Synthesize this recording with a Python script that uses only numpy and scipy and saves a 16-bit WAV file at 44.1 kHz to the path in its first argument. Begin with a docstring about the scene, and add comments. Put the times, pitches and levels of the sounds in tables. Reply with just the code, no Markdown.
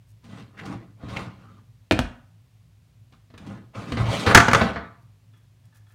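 """A plastic cup is handled at a plastic tub holding a cricket on dry bedding, close up in a small room.
First, plastic rubs in short stick-slip strokes that swell and ease off. Near 2 s the tub is knocked
twice; its walls and floor ring. Rubbing resumes, and from 4.2 s the cup scuffs and clatters hard enough
to overload. Faint rustles and taps follow. A low room hum runs throughout."""
import sys
import numpy as np
from scipy import signal
from scipy.fft import rfft, irfft, next_fast_len
from scipy.io import wavfile
from scipy.ndimage import uniform_filter1d

SR = 44100
rng = np.random.default_rng(int(sys.argv[2]) if len(sys.argv) > 2 else 0)


def transcribe(u):
    """Save the signal u as a 16-bit wav file named by the first command-line argument.

    u: samples, shape (n,) or (channels, n), limited to [-1, 1]; the rate is SR.
    q: integer samples, one column per channel.
    """
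    v = np.clip(np.atleast_2d(u).T, -1, 1)
    q = np.round(v * 32767).astype(np.int16)
    wavfile.write(sys.argv[1], SR, q)


N = 261954
TIME_S = np.arange(N) / SR
RING_S = TIME_S[:int(.8 * SR)]

# Event levels are before each layer's own gain.
# Each row: start in seconds, then clack, thud and tick levels in dB.
CUP_BLOWS = [(4.347, -3.5, -9, -9.5), (4.373, -10, -20.5, -21), (4.4, -17.5, -28, -32),
             (4.482, -20.5, -23, -41), (4.512, -28, -26.5, -43), (4.532, -16.5, -21.5, -29),
             (4.547, -17.5, -23.5, -34)]
# Each row: start in seconds, then clack, thud, tick and boom levels in dB.
TUB_KNOCKS = [(1.91, -15, -15, -34.5, -33.5), (1.921, -23.5, -18.5, -31.5, -26),
              (1.99, -21, -21.5, -29.5, -25)]
# Each row: start in seconds, rasp, hiss and wall swing levels in dB, slip time in seconds.
SCUFFS = [(0.238, -62, -58, -46.5, 0.015), (0.654, -53, -47, -44, .008), (1.034, -60, -93, -31.5, .012),
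          (1.084, -45, -52, -36.5, 0.016), (1.164, -37.5, -47.5, -38, 0.0047),
          (3.123, -58.5, -65.5, -53.5, 0.009), (3.301, -57, -75, -55, 0.0063),
          (3.339, -49, -69.5, -42.5, 0.0061), (3.377, -49.5, -52, -55, 0.004),
          (3.465, -60, -54, -41, 0.0058), (3.749, -41, -57.5, -42, 0.005), (3.92, -31, -42.5, -23, 0.004),
          (3.97, -28, -48.5, -25.5, 0.0051), (4.263, -22, -35, -17, 0.004), (4.268, -16, -36.5, -20, .011),
          (4.611, -14.5, -40.5, -16, 0.0052), (4.758, -25.5, -64, -32.5, 0.0092)]
# Each row: start, attack, hold and release in seconds, rasp level in dB,
# then treble, wall rumble and boom in dB relative to the rasp.
RUB_STROKES = [(0.211, 0.13, .06, 0.15, -49.5, 1.5, 4.5, 4.5),
               (0.533, 0.13, 0.059, 0.15, -42, -3.5, 6.5, 0.5), (0.968, 0.19, 0.075, 0.16, -41, -1, 2, 3),
               (1.347, 0.06, 0.171, .07, -65.5, 4, 7.5, 6), (3.347, .11, 0.098, .135, -50, -4, 8, 6),
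               (3.731, 0.032, 0.19, .1, -42, 0, 6, -3), (3.963, 0.021, 0.032, .1, -33, -2.5, 1, 12),
               (4.022, .11, 0.11, .1, -30.5, 5, 1, -6.5), (4.25, .03, 0.041, .07, -19, -5.5, -8, -5.5),
               (4.365, 0.021, 0.14, .15, -32, 0.5, -1.5, -5),
               (4.528, 0.021, 0.043, 0.18, -23.5, -1, -1, -21)]
# Each row: start and length in seconds, level in dB, pitch and bandwidth in Hz.
SKIDS = [(0.565, 0.068, -44.5, 1740, 1250), (1.159, 0.023, -34, 2310, 810), (1.338, .25, -62, 1230, 330),
         (1.563, 0.044, -63, 1130, 400), (3.121, 0.038, -63, 1080, 398), (4.068, 0.045, -36, 889, 199),
         (4.286, 0.046, -25, 1390, 1160)]
# Each row: start and length in seconds, level in dB.
BEDDING_RUSTLES = [(0.056, 0.087, -74), (5.001, 0.046, -80), (5.358, .04, -77), (5.64, .03, -74.5),
                   (5.731, 0.075, -68.5), (5.865, 0.093, -74.5)]
# Each row: start in seconds, level in dB.
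TAPS = [(5.336, -62.5), (5.366, -73), (5.642, -70.5), (5.725, -66), (5.753, -64), (5.867, -65.5),
        (5.904, -64.5)]

# Modes of cup, tub walls, tub floor and tapped plastic.
# Each row: frequency in Hz, relative level in dB, T60 in seconds.
CUP_MODES = [(524, -13, 0.12), (695, -4, 0.18), (692, -8, 0.27), (816, -9.5, 0.11), (925.5, -4.5, .22),
             (1163, -2.5, .33), (1232, -10, 0.44), (1247, -6, 0.48), (1246, -10, .45), (1389, -7.5, 0.13),
             (1505, -5.5, 0.35), (1487, -5, 0.25), (1630, -12, 0.35), (1736, 3, 0.15), (1952, -6.5, 0.15),
             (2143, -5, 0.12), (3316, -12, .15), (4386, -18.5, .18)]
WALL_MODES = [(181, -9.5, 0.12), (230.6, -2.5, 0.29), (262, 3, 0.081), (307, -3, 0.084), (392, -5, 0.066),
              (458, -13.5, 0.054), (505, -10.5, 0.11)]
FLOOR_MODES = [(61.1, -5.5, 0.092), (80.6, 1, 0.23), (113.4, 4, 0.18), (123.8, 0, 0.11)]
TAP_MODES = [(1580, -12.5, 0.19), (1726, -1, 0.068), (3320, -13, .15), (3370, -9.5, .08)]

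# Spectra of struck plastic, rubbed plastic (bite is the upper rasp) and room air.
# Each row: frequency in Hz, relative density in dB.
CUP_CLACK_SPECTRUM = [(150, -6.5), (370, -0.5), (500, -2.5), (600, -8.5), (850, 1.5), (1020, -3.5),
                      (1280, 4.5), (1750, 1.5), (2200, -4.5), (3200, -10.5), (5000, -18.5), (6500, -18.5),
                      (9000, -36)]
TUB_CLACK_SPECTRUM = [(150, -32.5), (450, 0), (680, 4), (950, -6), (1250, -4), (1800, -6.5), (2400, -3.5),
                      (3200, -11), (4200, -10.5), (5200, -25), (8000, -34)]
RASP_SPECTRUM = [(250, -25.5), (400, 0.5), (560, 4.5), (850, 1), (1050, -0.5), (1250, -0.5), (1600, -4.5),
                 (2200, -7.5), (3500, -29.5)]
BITE_SPECTRUM = [(1200, -23), (2000, -3), (2500, 1), (3100, -0.5), (3600, -0.5), (4450, -5), (5100, -13.5),
                 (7500, -34.5)]
HISS_SPECTRUM = [(3000, -30), (5000, -1), (6500, 1), (8000, -2.5), (9400, -2.5), (10300, -10.5),
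                 (15000, -16)]
RUMBLE_SPECTRUM = [(100, -21), (160, -1), (200, 3), (250, -2.5), (310, -10.5), (380, -13.5), (600, -39)]
BOOM_SPECTRUM = [(25, -22), (45, -15), (62, -2), (80, -2), (115, 3.5), (150, -18), (250, -30)]
AIR_SPECTRUM = [(120, -26), (200, -6), (236, -9.5), (407, -12), (728, -14), (842, -17), (1030, -15.5),
                (1300, -19.5), (2700, -18.5), (15400, -30.5)]

# Room hum. Each row: centre and width in Hz, rms level in dB.
HUM_BANDS = [(59.6, 8.1, -66.5), (87, 27, -68), (106, 10, -54.5), (125, 9.9, -61), (164.5, 21, -67),
             (252, 10, -77.5)]
# Room decay. Each row: frequency in Hz, T60 in seconds.
ROOM_T60 = [(80, 0.39), (250, .42), (700, 0.3), (1300, .66), (2500, 0.25), (6000, 0.39), (14000, 0.15)]


def cup_blows():
    """The hollow cup rings at each blow and thumps the tub's walls and floor."""
    hits, ring = np.zeros(N), np.zeros(N)
    for start_s, clack_db, thud_db, tick_db in CUP_BLOWS:
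        clack = undb(clack_db + 2.5) * crack(CUP_CLACK_SPECTRUM, t60_s=0.057, snap=2.3)
        walls = undb(-3.5) * modes(WALL_MODES, scatter_db=-4, flex=0.008)
        floor = undb(-0.5) * modes(FLOOR_MODES, scatter_db=-0.5, flex=0.01)
        tick = undb(tick_db - 5) * crack(HISS_SPECTRUM, t60_s=.04, snap=8.7)
        add(hits, start_s, clack + undb(thud_db) * (walls + floor) + tick)
        add(ring, start_s, undb(clack_db - 6) * modes(CUP_MODES, scatter_db=0, flex=0.00067))
    return room(hits, wet_db=-12) + room(ring, wet_db=-21)


def tub_knocks():
    """Each knock cracks on the rim, shakes walls and floor and rocks the whole tub."""
    out = np.zeros(N)
    rocking = undb(-2.5) * unit_onset(np.sin(2 * np.pi * 48 * RING_S) * fade(t60_s=.18))
    for start_s, clack_db, thud_db, tick_db, boom_db in TUB_KNOCKS:
        clack = undb(clack_db - 2.5) * crack(TUB_CLACK_SPECTRUM, t60_s=0.033, snap=9.1)
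        tick = undb(tick_db - 9.5) * crack(HISS_SPECTRUM, t60_s=0.04, snap=16)
        thud = undb(thud_db - 2.5) * modes(WALL_MODES, scatter_db=10, flex=0.058)
        boom = undb(boom_db) * (modes(FLOOR_MODES, scatter_db=4, flex=.02) + rocking)
        add(out, start_s, clack + tick + thud + boom)
    return room(out, wet_db=-9)


def scuffs():
    """Plastic scuffs: a short burst of slips with a low thump and faint cup ring."""
    out = np.zeros(N)
    for start_s, rasp_db, hiss_db, swing_db, slip_s in SCUFFS:
        swell = np.sqrt(RING_S) * np.exp(-RING_S / slip_s)
        burst = slips(len(RING_S), per_s=6500, spread_db=-4.5) * swell
        rasp = undb(rasp_db - 6.5) * unit_onset(colour(burst, RASP_SPECTRUM))
        hiss = undb(hiss_db - 10) * unit_onset(colour(burst, HISS_SPECTRUM))
        bite = undb((rasp_db + hiss_db) / 2 - 2) * unit_onset(colour(burst, BITE_SPECTRUM))
        walls = undb(swing_db - 8) * modes(WALL_MODES, scatter_db=5, flex=0.011)
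        floor = undb(swing_db - 6) * modes(FLOOR_MODES, scatter_db=3, flex=0.062)
        cup = undb(rasp_db - 13) * modes(CUP_MODES, scatter_db=1.5, flex=0.02)
        add(out, start_s, rasp + hiss + bite + walls + floor + cup)
    return room(out, wet_db=-5)


def rubbing(wall_lag_s=0.015):
    """Slips rasp and hiss, brighter under more pressure; the tub's rumble lags behind."""
    out = np.zeros(N)
    friction = slips(N, per_s=1300, spread_db=3.2)
    spectra = RASP_SPECTRUM, BITE_SPECTRUM, HISS_SPECTRUM, RUMBLE_SPECTRUM, BOOM_SPECTRUM
    layers = (room(colour(friction, spectrum), wet_db=3.5) for spectrum in spectra)
    rasp, bite, hiss, rumble, boom = (unit_rms(wander(x, depth_db=2.5)) for x in layers)
    for start_s, attack_s, hold_s, release_s, rasp_db, treble_db, rumble_db, boom_db in RUB_STROKES:
        press = pressure(start_s, attack_s, hold_s, release_s)
        lagged = pressure(start_s + wall_lag_s, attack_s, hold_s, release_s)
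        treble = undb(-8.5) * bite * press ** 1.1 + undb(-17) * hiss * press ** 1.5
        bass = undb(rumble_db) * rumble * lagged ** .9 + undb(boom_db) * boom * lagged ** .91
        out += undb(rasp_db) * (rasp * press + undb(treble_db) * treble + bass)
    return out


def skids_and_rustles():
    """Brief swells of quick slips: squeaky on plastic, thin and dry in the bedding."""
    out = np.zeros(N)
    for start_s, length_s, db, hz, width_hz in SKIDS:
        n = int(length_s * SR)
        skid = band(slips(n, per_s=3000, spread_db=1), hz, width_hz)
        add(out, start_s, undb(db) * unit_rms(skid * np.hanning(n) ** .75))
    for start_s, length_s, db in BEDDING_RUSTLES:
        n = int(length_s * SR)
        rustle = band(slips(n, per_s=2000, spread_db=2), hz=7000, width_hz=16000)
        add(out, start_s, undb(db) * unit_rms(rustle * np.hanning(n)))
    return room(out, wet_db=-10.5)


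def taps():
    """Light taps on plastic: a fine ring and a soft clack."""
    out = np.zeros(N)
    for start_s, db in TAPS:
        ring = undb(-7.5) * modes(TAP_MODES, scatter_db=6.5, flex=0.0048)
        clack = undb(-5) * crack(CUP_CLACK_SPECTRUM, t60_s=.08, snap=0.92)
        add(out, start_s, undb(db) * (ring + clack))
    return room(out, wet_db=-0.5)


def room_tone(air_db=-70):
    """A beating low hum over faint air noise."""
    hum = sum(undb(db) * unit_rms(band(rng.standard_normal(N), hz, width_hz))
              for hz, width_hz, db in HUM_BANDS)
    return hum + undb(air_db) * unit_rms(colour(rng.standard_normal(N), AIR_SPECTRUM))


def room(x, wet_db):
    """Add a small room's diffuse echoes, shortest in the top treble."""
    n = len(RING_S)
    centres_hz = 60 * 2. ** np.arange(9)
    noise = rfft(rng.standard_normal(n))
    octave = np.log2(np.clip(np.fft.rfftfreq(n, 1 / SR), centres_hz[0], centres_hz[-1]))
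    tail = np.zeros(n)
    for hz in centres_hz:
        weight = np.maximum(1 - np.abs(octave - np.log2(hz)), 0)
        tail += irfft(noise * weight, n) * fade(log_interp(ROOM_T60, hz))
    tail *= 1 - np.exp(-RING_S / 0.002)
    tail /= np.sqrt(np.sum(tail ** 2))
    return x + undb(wet_db) * signal.fftconvolve(x, tail)[:N]


def crack(spectrum, t60_s, snap):
    """A sharp snap and the dense, short ring of thin plastic."""
    burst = rng.standard_normal(len(RING_S)) * fade(t60_s)
    burst[0] -= snap
    return unit_onset(colour(np.roll(burst, SR // 900), spectrum))


def modes(table, scatter_db, flex):
    """Ring of a struck body; each blow lands elsewhere, reweights the modes and bends their pitch."""
    ring = np.zeros(len(RING_S))
    for (hz, db, t60_s), (size, side, bend) in zip(table, rng.standard_normal((len(table), 3))):
        phase = 2 * np.pi * hz * (1 + flex * bend) * RING_S
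        swing = np.cos(phase) * (1 - np.exp(-phase))  # wall speed builds within one cycle
        ring += np.sign(side) * undb(db + scatter_db * size) * swing * fade(t60_s)
    return unit_onset(ring)


def slips(n, per_s, spread_db):
    """Stick-slip clicks of unequal size."""
    clicks = (rng.random(n) < per_s / SR) * rng.standard_normal(n)
    return clicks * undb(spread_db * np.minimum(rng.exponential(size=n), 4))


def pressure(start_s, attack_s, hold_s, release_s):
    """A stroke eases in, holds, then falls to a tenth in the release time."""
    age_s = TIME_S - start_s
    rise = np.clip(age_s / attack_s, 0, 1) ** 1.2
    return rise * 10 ** (-np.maximum(age_s - attack_s - hold_s, 0) / release_s)


def wander(x, depth_db):
    """The contact point moves, so narrow wall resonances come and go."""
    _, _, frames = signal.stft(x, nperseg=512)
    drift = uniform_filter1d(rng.standard_normal(frames.shape), size=4, axis=0)
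    drift = uniform_filter1d(drift, size=7, axis=1)
    _, varied = signal.istft(frames * undb(depth_db * unit_rms(drift)), nperseg=512)
    return varied[:len(x)]


def colour(x, spectrum):
    """Minimum-phase filter through (Hz, dB) points; 20 dB per octave roll-off outside."""
    n = 2 * (next_fast_len(len(x) + SR // 10) // 2)
    hz = np.fft.rfftfreq(n, 1 / SR) + 1
    octaves_outside = np.abs(np.log2(hz / np.clip(hz, spectrum[0][0], spectrum[-1][0])))
    cepstrum = irfft(np.log(undb(log_interp(spectrum, hz) - 20 * octaves_outside)))
    cepstrum[1:n // 2] *= 2
    cepstrum[n // 2 + 1:] = 0
    return irfft(rfft(x, n) * np.exp(rfft(cepstrum)), n)[:len(x)]


def band(x, hz, width_hz):
    """Steep resonance."""
    bin_hz = np.fft.rfftfreq(len(x), 1 / SR) + 1
    detuning = (bin_hz ** 2 - hz ** 2) / (bin_hz * width_hz)
    return irfft(rfft(x) / (1 + detuning ** 2), len(x))


def log_interp(points, hz):
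    """Read (Hz, value) points on a log-frequency axis."""
    point_hz, values = np.transpose(points)
    return np.interp(np.log(hz + 1), np.log(point_hz), values)


def fade(t60_s):
    """Exponential decay."""
    return np.exp(-np.log(1000) * RING_S / t60_s)


def undb(db):
    """Decibels to gain."""
    return 10 ** (np.asarray(db) / 20)


def unit_rms(x):
    """Scale to rms 1."""
    return x / np.sqrt(np.mean(x ** 2))


def unit_onset(x):
    """Scale to rms 1 over the first 20 ms."""
    return x / np.sqrt(np.mean(x[:SR // 50] ** 2))


def add(out, start_s, x):
    """Mix x into out."""
    i = int(start_s * SR)
    out[i:i + len(x)] += x[:N - i]


def scene():
    """All sources, mono."""
    handling = tub_knocks() + scuffs() + cup_blows() + rubbing() + skids_and_rustles() + taps()
    return (handling + room_tone())[None]


def record(dry):
    """The microphone sheds the deepest bass, the hardest blow clips flat and the top is cut."""
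    low_hz, top_hz = 30, 15800
    highpass = signal.butter(2, low_hz, "high", fs=SR, output="sos")
    lowpass = signal.ellip(10, .2, 80, top_hz, fs=SR, output="sos")
    clipped = np.clip(signal.sosfilt(highpass, dry), -1, 1)
    return signal.sosfilt(lowpass, clipped)


dry = scene()
out = record(dry)
transcribe(out)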